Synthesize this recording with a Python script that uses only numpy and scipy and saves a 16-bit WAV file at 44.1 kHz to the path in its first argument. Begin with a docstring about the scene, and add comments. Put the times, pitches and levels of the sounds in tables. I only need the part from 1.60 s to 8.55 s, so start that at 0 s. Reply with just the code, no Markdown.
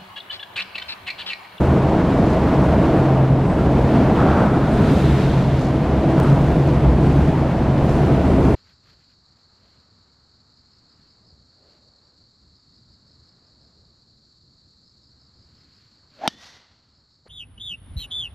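"""Enclosed steel vehicle deck of a ferry under way, heard from a small camera carried between parked motorcycles.
From the start, diesel firings smear into a rumble, booms and throbs; a drone swells between standing-wave nodes.
All through, shaped noise makes duct roar and air hiss; soft rustles and faint narrow-band swells start by 1 s.
Hollow duct openings and hissing grilles pass from about 2.7 s to 4.7 s; one dry, decaying tick falls at 4.6 s.
Throbs, rustles and treble swells near 8 kHz recur up to the short closing fade."""
import sys
import numpy as np
from scipy import signal
from scipy.fft import rfft, irfft
from scipy.io import wavfile
from scipy.ndimage import uniform_filter1d, minimum_filter1d

SR = 44100
rng = np.random.default_rng(int(sys.argv[2]) if len(sys.argv) > 2 else 0)


def master(y):
    """Save y as 16-bit WAV."""
    cut = np.clip(np.atleast_2d(y).T, -1, 1)
    pcm = np.round(cut * 32767)  # scale
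    wavfile.write(sys.argv[1], SR, pcm.astype(np.int16))


N = 306620
TIME_S = np.arange(N) / SR
FREQ_HZ = np.maximum(np.arange(N // 2 + 1) * SR / N, 1)


def undb(db):
    """Decibels to amplitude gain."""
    return 10 ** (np.asarray(db) / 20)


def unit(x):
    """Scale to rms 1."""
    return x / np.sqrt(np.mean(x ** 2))


def gains(table):
    """Interpolate the dB columns of a time table into gains per sample."""
    time_s, *columns_db = np.transpose(table)
    return [undb(np.interp(TIME_S, time_s, column_db)) for column_db in columns_db]


def colour(points):
    """Frequency response through (f/Hz, level/dB) points, linear in dB over log frequency."""
    hz, db = np.transpose(points)
    return undb(np.interp(np.log(FREQ_HZ), np.log(hz), db))


def resonance(hz, width_hz):
    """Two identical resonators in series; width_hz is the bandwidth of each."""
    detuning = FREQ_HZ / hz - hz / FREQ_HZ
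    return 1 / (1 + 1j * detuning * hz / width_hz) ** 2


def noise():
    """White noise of rms about 1."""
    return rng.standard_normal(N)


def wander(rate_hz):
    """Smooth random signal of rms 1: noise under a Gaussian low-pass, without its mean."""
    lowpass = np.exp(-(FREQ_HZ / rate_hz) ** 2)
    lowpass[0] = 0
    return unit(irfft(rfft(noise()) * lowpass, N))


def hum(hz, waver_rad):
    """Sine of rms 1 whose phase drifts among the reflections."""
    phase_drift = waver_rad * wander(rate_hz=6.8)
    return np.sqrt(2) * np.sin(2 * np.pi * (hz * TIME_S + rng.random()) + phase_drift)


# side response of the stereo picture: f/Hz, level/dB
SIDE_COLOUR = [(55, -9), (110, -8), (180, -2), (380, 3.5), (650, -1), (5000, 0.3), (14000, -0.5)]
PORT_SPACING_M, SOUND_SPEED_M_PER_S = 0.013, 343


def diffuse(source, response, directions=8):
    """Sound from all round the deck: two close ports agree in the bass and part in the treble; rms 1."""
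    angles_rad = np.pi / 2 * (np.arange(directions) + .5) / directions
    lags_s = PORT_SPACING_M / SOUND_SPEED_M_PER_S * np.cos(angles_rad)
    likeness = np.mean(np.cos(2 * np.pi * np.outer(lags_s, FREQ_HZ)), axis=0)
    mid = irfft(rfft(unit(source)) * response * np.sqrt(1 + likeness), N)
    side = irfft(rfft(noise()) * response * colour(SIDE_COLOUR) * np.sqrt(1 - likeness), N)
    return unit(np.array([mid + side, mid - side]))


def held(x, seconds):
    """Even out a band's slow swells by its running rms; keep its quick flutter."""
    power = uniform_filter1d(np.mean(x ** 2, axis=0), int(seconds * SR), mode="wrap")
    return x / np.sqrt(power)


# engine rumble spectrum: f/Hz, relative level/dB
RUMBLE_COLOUR = [(15, -15), (26, -13), (38, -8.5), (50, -6), (90, 1.5), (128, -1.5), (170, 1), (220, 1),
                 (275, 0.24), (350, -3.5), (450, -8), (700, -26.5), (1500, -66)]
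# deck resonances along the walk: t/s, deep relative level/dB, upper relative level/dB
BOOM_LEVELS = [(0.0, -30, -35), (1.1, -30, -30.5), (1.65, -34, -32), (2.2, -20.5, -34), (2.6, -41, -40),
               (3.1, -27, -28.5), (3.5, -28, -23.5), (4.1, -29, -32), (4.7, -23, -24.5), (5.3, -20, -24.5),
               (5.68, -22, -23.5), (6.2, -35, -30), (6.55, -21.5, -28.5), (6.95, -20, -27)]


def engines(rumble_gain):
    """Diesels shake the hull: a broad rumble plus two booming deck resonances."""
    shaking = firings()
    deep_gain, upper_gain = gains(BOOM_LEVELS)
    rumble = held(diffuse(shaking, colour(RUMBLE_COLOUR)), seconds=0.41)
    deep = held(diffuse(shaking, resonance(hz=64.4, width_hz=34)), seconds=0.78)
    upper = held(diffuse(shaking, resonance(hz=143.7, width_hz=44)), seconds=0.2)
    return (undb(2.0) * rumble_gain * rumble
            + undb(-2.0) * deep_gain * deep
            + undb(2.7) * upper_gain * upper)


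CYCLE_HZ = 5.92


def firings(cylinders=6, uneven_db=3, scatter_db=6.5, deck_t60_s=2.35, turbulence_db=2):
    """Unequal cylinders fire in turn; the ringing steel deck smears the blows together."""
    firing_hz = CYCLE_HZ * cylinders
    index = np.arange(int(N / SR * firing_hz))
    cylinder_db = uneven_db * rng.standard_normal(cylinders)
    blow_db = cylinder_db[index % cylinders] + scatter_db * rng.standard_normal(len(index))
    blows = np.zeros(N)
    blows[(index * SR / firing_hz).astype(int)] = undb(blow_db)
    # each cylinder has its own path through the hull
    firing_cylinder = (TIME_S * firing_hz + .5).astype(int) % cylinders
    decay = undb(-60 * TIME_S / deck_t60_s)
    smeared = sum(rfft(blows * (firing_cylinder == k)) * rfft(noise() * decay) for k in range(cylinders))
    return unit(irfft(smeared, N)) + undb(turbulence_db) * noise()


# momentary deck resonances: t/s, f/Hz, half length to 1/e/s, rms level at peak/dB
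THROBS = [(0.09, 75, 0.08, -19), (0.61, 270, 0.14, -25.5), (1.078, 68, 0.063, -20.5),
          (1.344, 318, 0.081, -27), (2.416, 255, 0.07, -20), (3.176, 136, 0.048, -17),
          (3.29, 250, 0.15, -27), (3.505, 67.7, 0.095, -18.5), (4.71, 140.6, 0.066, -17.5),
          (5.3, 63.8, 0.1, -19), (5.707, 141, 0.06, -18), (6.69, 70.7, 0.08, -25),
          (6.787, 270.8, 0.15, -22.5), (6.92, 129.4, 0.042, -21)]


def throbs(waver_rad=0.74):
    """A deck resonance builds up for a moment: a short note of unsteady pitch swells and dies."""
    out = 0
    for time_s, hz, length_s, db in THROBS:
        swell = np.exp(-((TIME_S - time_s) / length_s) ** 2)
        out = out + undb(db) * swell * hum(hz, waver_rad)
    return out


DRONE_HZ, FAN_HZ = 132.7, 325.6
# fan hum: first crest, crest spacing, Gaussian sigma, crest level
FAN_CREST_S, FAN_SPACING_S, FAN_SIGMA_S, FAN_CREST_DB = 1.33, 3.18, 0.14, -24.5


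def drone(drone_patchy_db=0.45, fan_trough_db=-33.5, fan_patchy_db=2.0):
    """Strongest engine order and a lesser fan hum, each swelling at its own crests."""
    engine_gain = undb(-1.77) * standing_wave() * undb(drone_patchy_db * wander(rate_hz=7))
    engine = engine_gain * hum(DRONE_HZ, waver_rad=.14)
    from_crest_s = (TIME_S - FAN_CREST_S + FAN_SPACING_S / 2) % FAN_SPACING_S - FAN_SPACING_S / 2
    fan_crest = undb(FAN_CREST_DB) * np.exp(-.5 * (from_crest_s / FAN_SIGMA_S) ** 2)
    fan_gain = np.hypot(fan_crest, undb(fan_trough_db)) * undb(fan_patchy_db * wander(rate_hz=16))
    return engine + fan_gain * hum(FAN_HZ, waver_rad=.25)


# drone standing wave: node t/s, relative level of the crest that follows/dB
DRONE_NODES = [(-0.2, -17), (0.39, -26), (0.88, -20), (1.31, -13.5), (1.93, -18), (2.61, -24.5),
               (3.22, -19), (4.42, -21), (4.97, -21), (5.38, -20), (5.84, -20.5)]
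LAST_NODE_S = 6.72


def standing_wave(travelling_db=-30, crest_shape=0.77):
    """Drone gain: a broad arch from node to node, over a weak travelling part."""
    nodes_s, crest_db = np.transpose(DRONE_NODES)
    place = np.interp(TIME_S, np.append(nodes_s, LAST_NODE_S), np.arange(len(nodes_s) + 1))
    crest = undb(crest_db)[np.minimum(place.astype(int), len(nodes_s) - 1)]
    arch = np.abs(np.sin(np.pi * place)) ** crest_shape
    return np.hypot(crest * arch, undb(travelling_db))


# machinery tones: f/Hz, rms level at start/dB, rms level at end/dB
MACHINE_TONES = [(33, -45, -38), (38.7, -40, -34.5), (70.5, -38.5, -28.5), (76.3, -35, -42),
                 (114, -40.5, -31.5), (177.8, -29.5, -33), (218.8, -42.5, -31.5), (261.3, -38, -36),
                 (283.3, -33.5, -37), (304.5, -37.5, -37.5), (348.7, -41, -40)]


def machinery(fading=0.36):
    """Weaker tones of shafts, pumps and fans; reflections make each fade on its own."""
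    out = 0
    for hz, start_db, end_db in MACHINE_TONES:
        reflections = 1 + fading * (wander(rate_hz=2.8) + 1j * wander(rate_hz=1.1))
        tone = np.real(reflections * np.exp(2j * np.pi * (hz * TIME_S + rng.random())))
        out = out + unit(tone) * undb(np.linspace(start_db, end_db, N))
    return out


# fan roar spectrum: f/Hz, relative level/dB
ROAR_COLOUR = [(150, -31), (350, -3), (460, 0), (605, 1), (652, 3), (700, 0.5), (800, -2.5), (950, -4.5),
               (1200, -10.5), (1500, -14.5), (1900, -21), (3000, -30.5), (6000, -53)]
# air hiss spectrum: f/Hz, relative level/dB
HISS_COLOUR = [(500, -24), (1400, 6.5), (2000, 5), (3200, -1), (4200, -4.5), (5200, -9), (7000, -14.5),
               (8400, -17.5), (9300, -20), (11500, -23), (14800, -36), (16000, -44)]
# duct resonances: f/Hz, width per resonator/Hz, relative level/dB
DUCT_MODES = [(934, 580, 3.5), (1300, 160, 3.5), (1460, 350, -1)]
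# passing air openings: nearest t/s, distance/m, half width/m, hollow level/dB, relative hiss level/dB
OPENINGS = [(2.72, 0.09, 0.11, -27, -56), (3.1, 0.2, 0.12, -34.5, -62.5), (3.5, 0.44, 0.073, -48, -42.5),
            (4.65, 0.072, 0.024, -31, -53.5)]


def ventilation(roar_gain, hiss_gain):
    """Fans roar through the ducts, air hisses at the grilles, hollow openings go by."""
    hollow_gain = grille_gain = 0
    for time_s, distance_m, half_width_m, hollow_db, hiss_db in OPENINGS:
        nearness = passing(time_s, distance_m, half_width_m)
        hollow_gain = hollow_gain + undb(hollow_db) * nearness
        grille_gain = grille_gain + undb(hiss_db) * nearness
    roar = undb(0.91) * roar_gain * diffuse(buffeting(), colour(ROAR_COLOUR))
    # turbulence blurs the fan's octave into a rough moan
    moan = undb(-13) * roar_gain * diffuse(noise(), resonance(hz=2 * FAN_HZ, width_hz=27))
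    flutter = undb(.55 * wander(rate_hz=30))
    hiss = undb(6.5) * np.hypot(hiss_gain, grille_gain) * flutter * diffuse(noise(), colour(HISS_COLOUR))
    # the slats' bright rush follows the grilles alone
    slat_gain = undb(-2.5) * grille_gain * undb(2.0 * wander(rate_hz=40))
    slats = slat_gain * diffuse(noise(), resonance(hz=3600, width_hz=1300))
    duct_power = sum(np.abs(undb(db) * resonance(hz, width_hz)) ** 2 for hz, width_hz, db in DUCT_MODES)
    surge = undb(1.2 * wander(rate_hz=18))
    hollow = hollow_gain * surge * diffuse(noise(), np.sqrt(duct_power))
    return roar + moan + hiss + slats + hollow


def buffeting(edges_hz=(500, 800, 1200), depth_db=1.13):
    """Turbulent air: each band of eddies surges on its own, giving short uneven lumps."""
    band = np.searchsorted(edges_hz, FREQ_HZ)
    air = rfft(noise())
    out = 0
    for k in range(len(edges_hz) + 1):
        out = out + irfft(air * (band == k), N) * undb(depth_db * wander(rate_hz=27.0))
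    return out


WALK_M_PER_S = 1


def passing(time_s, distance_m, half_width_m):
    """Gain of an opening beaming across the path: 1 in front, falling fast beyond its edges."""
    beyond_m = np.maximum(WALK_M_PER_S * np.abs(TIME_S - time_s) - half_width_m, 0)
    return (distance_m / np.hypot(distance_m, beyond_m)) ** 4


# topmost hiss along the walk: t/s, rms level/dB
SHEEN_LEVELS = [(0, -55), (0.42, -70), (0.55, -61.5), (1.41, -60), (1.58, -65), (1.78, -67), (1.88, -60),
                (2.98, -60), (3.36, -50), (4.33, -66), (4.68, -55.5), (5.3, -62), (5.59, -57), (6.02, -70),
                (6.32, -55), (6.6, -59), (6.95, -54)]
# topmost hiss spectrum: f/Hz, relative level/dB
SHEEN_COLOUR = [(3500, -23), (6300, 1), (8500, -.5), (11500, -3.5), (14800, -8), (16000, -20.5)]


def sheen():
    """Thin top of the air hiss: treble noise that comes and goes along the walk."""
    return gains(SHEEN_LEVELS)[0] * diffuse(noise(), colour(SHEEN_COLOUR))


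# soft rustles: t/s, half length to 1/e/s, rms level at peak/dB
RUSTLES = [(0.698, .045, -51), (4.03, .06, -48), (4.7, .05, -52), (5.088, .035, -51), (5.45, 0.045, -59),
           (5.68, .04, -54), (6.31, .06, -48), (6.854, .035, -50)]
# rustle spectrum: f/Hz, relative level/dB
RUSTLE_COLOUR = [(1200, -14), (2800, -5), (4500, 2), (6500, -2), (9000, -11), (14000, -19), (16000, -30)]


def rustles(grain_db=5.0):
    """Short swishes: noise made grainy by fast random level changes."""
    swell = sum(undb(db) * np.exp(-((TIME_S - time_s) / length_s) ** 2) for time_s, length_s, db in RUSTLES)
    grains = noise() * undb(grain_db * wander(rate_hz=150))
    return swell * diffuse(grains, colour(RUSTLE_COLOUR))


# faint brief treble swells: t/s, f/Hz, half length to 1/e^2/s, rms level at peak/dB
TREBLE_SWELLS = [(1.07, 8550, .06, -60), (1.9, 8050, .1, -60.5), (2.8, 8450, .07, -63),
                 (3.125, 8500, .055, -56), (4.633, 8460, .008, -44), (5.46, 8600, .05, -61),
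                 (6.69, 8150, .06, -58)]


def treble_swells(width_hz=450):
    """Faint brief swells of narrow-band treble noise near 8 kHz."""
    out = 0
    for time_s, hz, length_s, db in TREBLE_SWELLS:
        swell = np.exp(-2 * ((TIME_S - time_s) / length_s) ** 2)
        out = out + undb(db) * swell * diffuse(noise(), resonance(hz, width_hz))
    return out


TICK_S, TICK_DB = 4.601, -13  # onset; peak ahead of the treble cut


def tick(decay_s=.0002):
    """One dry tick: a sudden negative step decaying exponentially, without ring."""
    decay = np.exp(-np.abs(TIME_S - TICK_S) / decay_s)
    return -undb(TICK_DB) * (TIME_S >= TICK_S) * decay


# nearness to machinery and ducts: t/s, relative rumble, roar and hiss level/dB
WALK_LEVELS = [(0.0, -20, -22.5, -47), (0.6, -18.5, -23, -45.5), (1.38, -19, -22, -45.5),
               (1.75, -21.5, -26.5, -50), (2.4, -17.5, -22.5, -44), (2.84, -17.5, -22.5, -47),
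               (2.89, -19, -24.5, -50), (3.09, -21.5, -26.5, -50), (3.17, -16.5, -26, -48),
               (3.3, -17, -25.5, -52), (3.9, -23.5, -28, -46.5), (4.25, -21.5, -26.5, -47.5),
               (4.65, -19, -25.0, -45), (5.3, -20, -26.5, -47.5), (5.5, -17.5, -26.5, -46),
               (5.97, -24, -27, -47.5), (6.35, -18.5, -24.5, -45.5), (6.95, -18, -24.5, -46)]


def scene():
    """Sum engines and ventilation as they reach the moving camera, with the small sounds."""
    rumble_gain, roar_gain, hiss_gain = gains(WALK_LEVELS)
    below_deck = engines(rumble_gain) + throbs() + drone() + machinery()
    air = ventilation(roar_gain, hiss_gain) + sheen()
    return below_deck + air + rustles() + treble_swells() + tick()


CEILING, FADE_S, TOP_HZ = .75, .006, 15200


def record(dry):
    """The camera eases its gain down on the highest crests and cuts the top treble; the ends fade."""
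    room_left = np.minimum(1, CEILING / np.maximum(np.abs(dry).max(axis=0), 1e-9))
    gain = uniform_filter1d(minimum_filter1d(room_left, size=441), size=441)  # 10 ms windows
    fade = np.minimum(1, np.minimum(TIME_S, TIME_S[::-1]) / FADE_S)
    treble_cut = signal.ellip(8, .05, 60, TOP_HZ, fs=SR, output="sos")
    return signal.sosfiltfilt(treble_cut, dry * gain * fade)


dry = scene()
out = record(dry)
master(out)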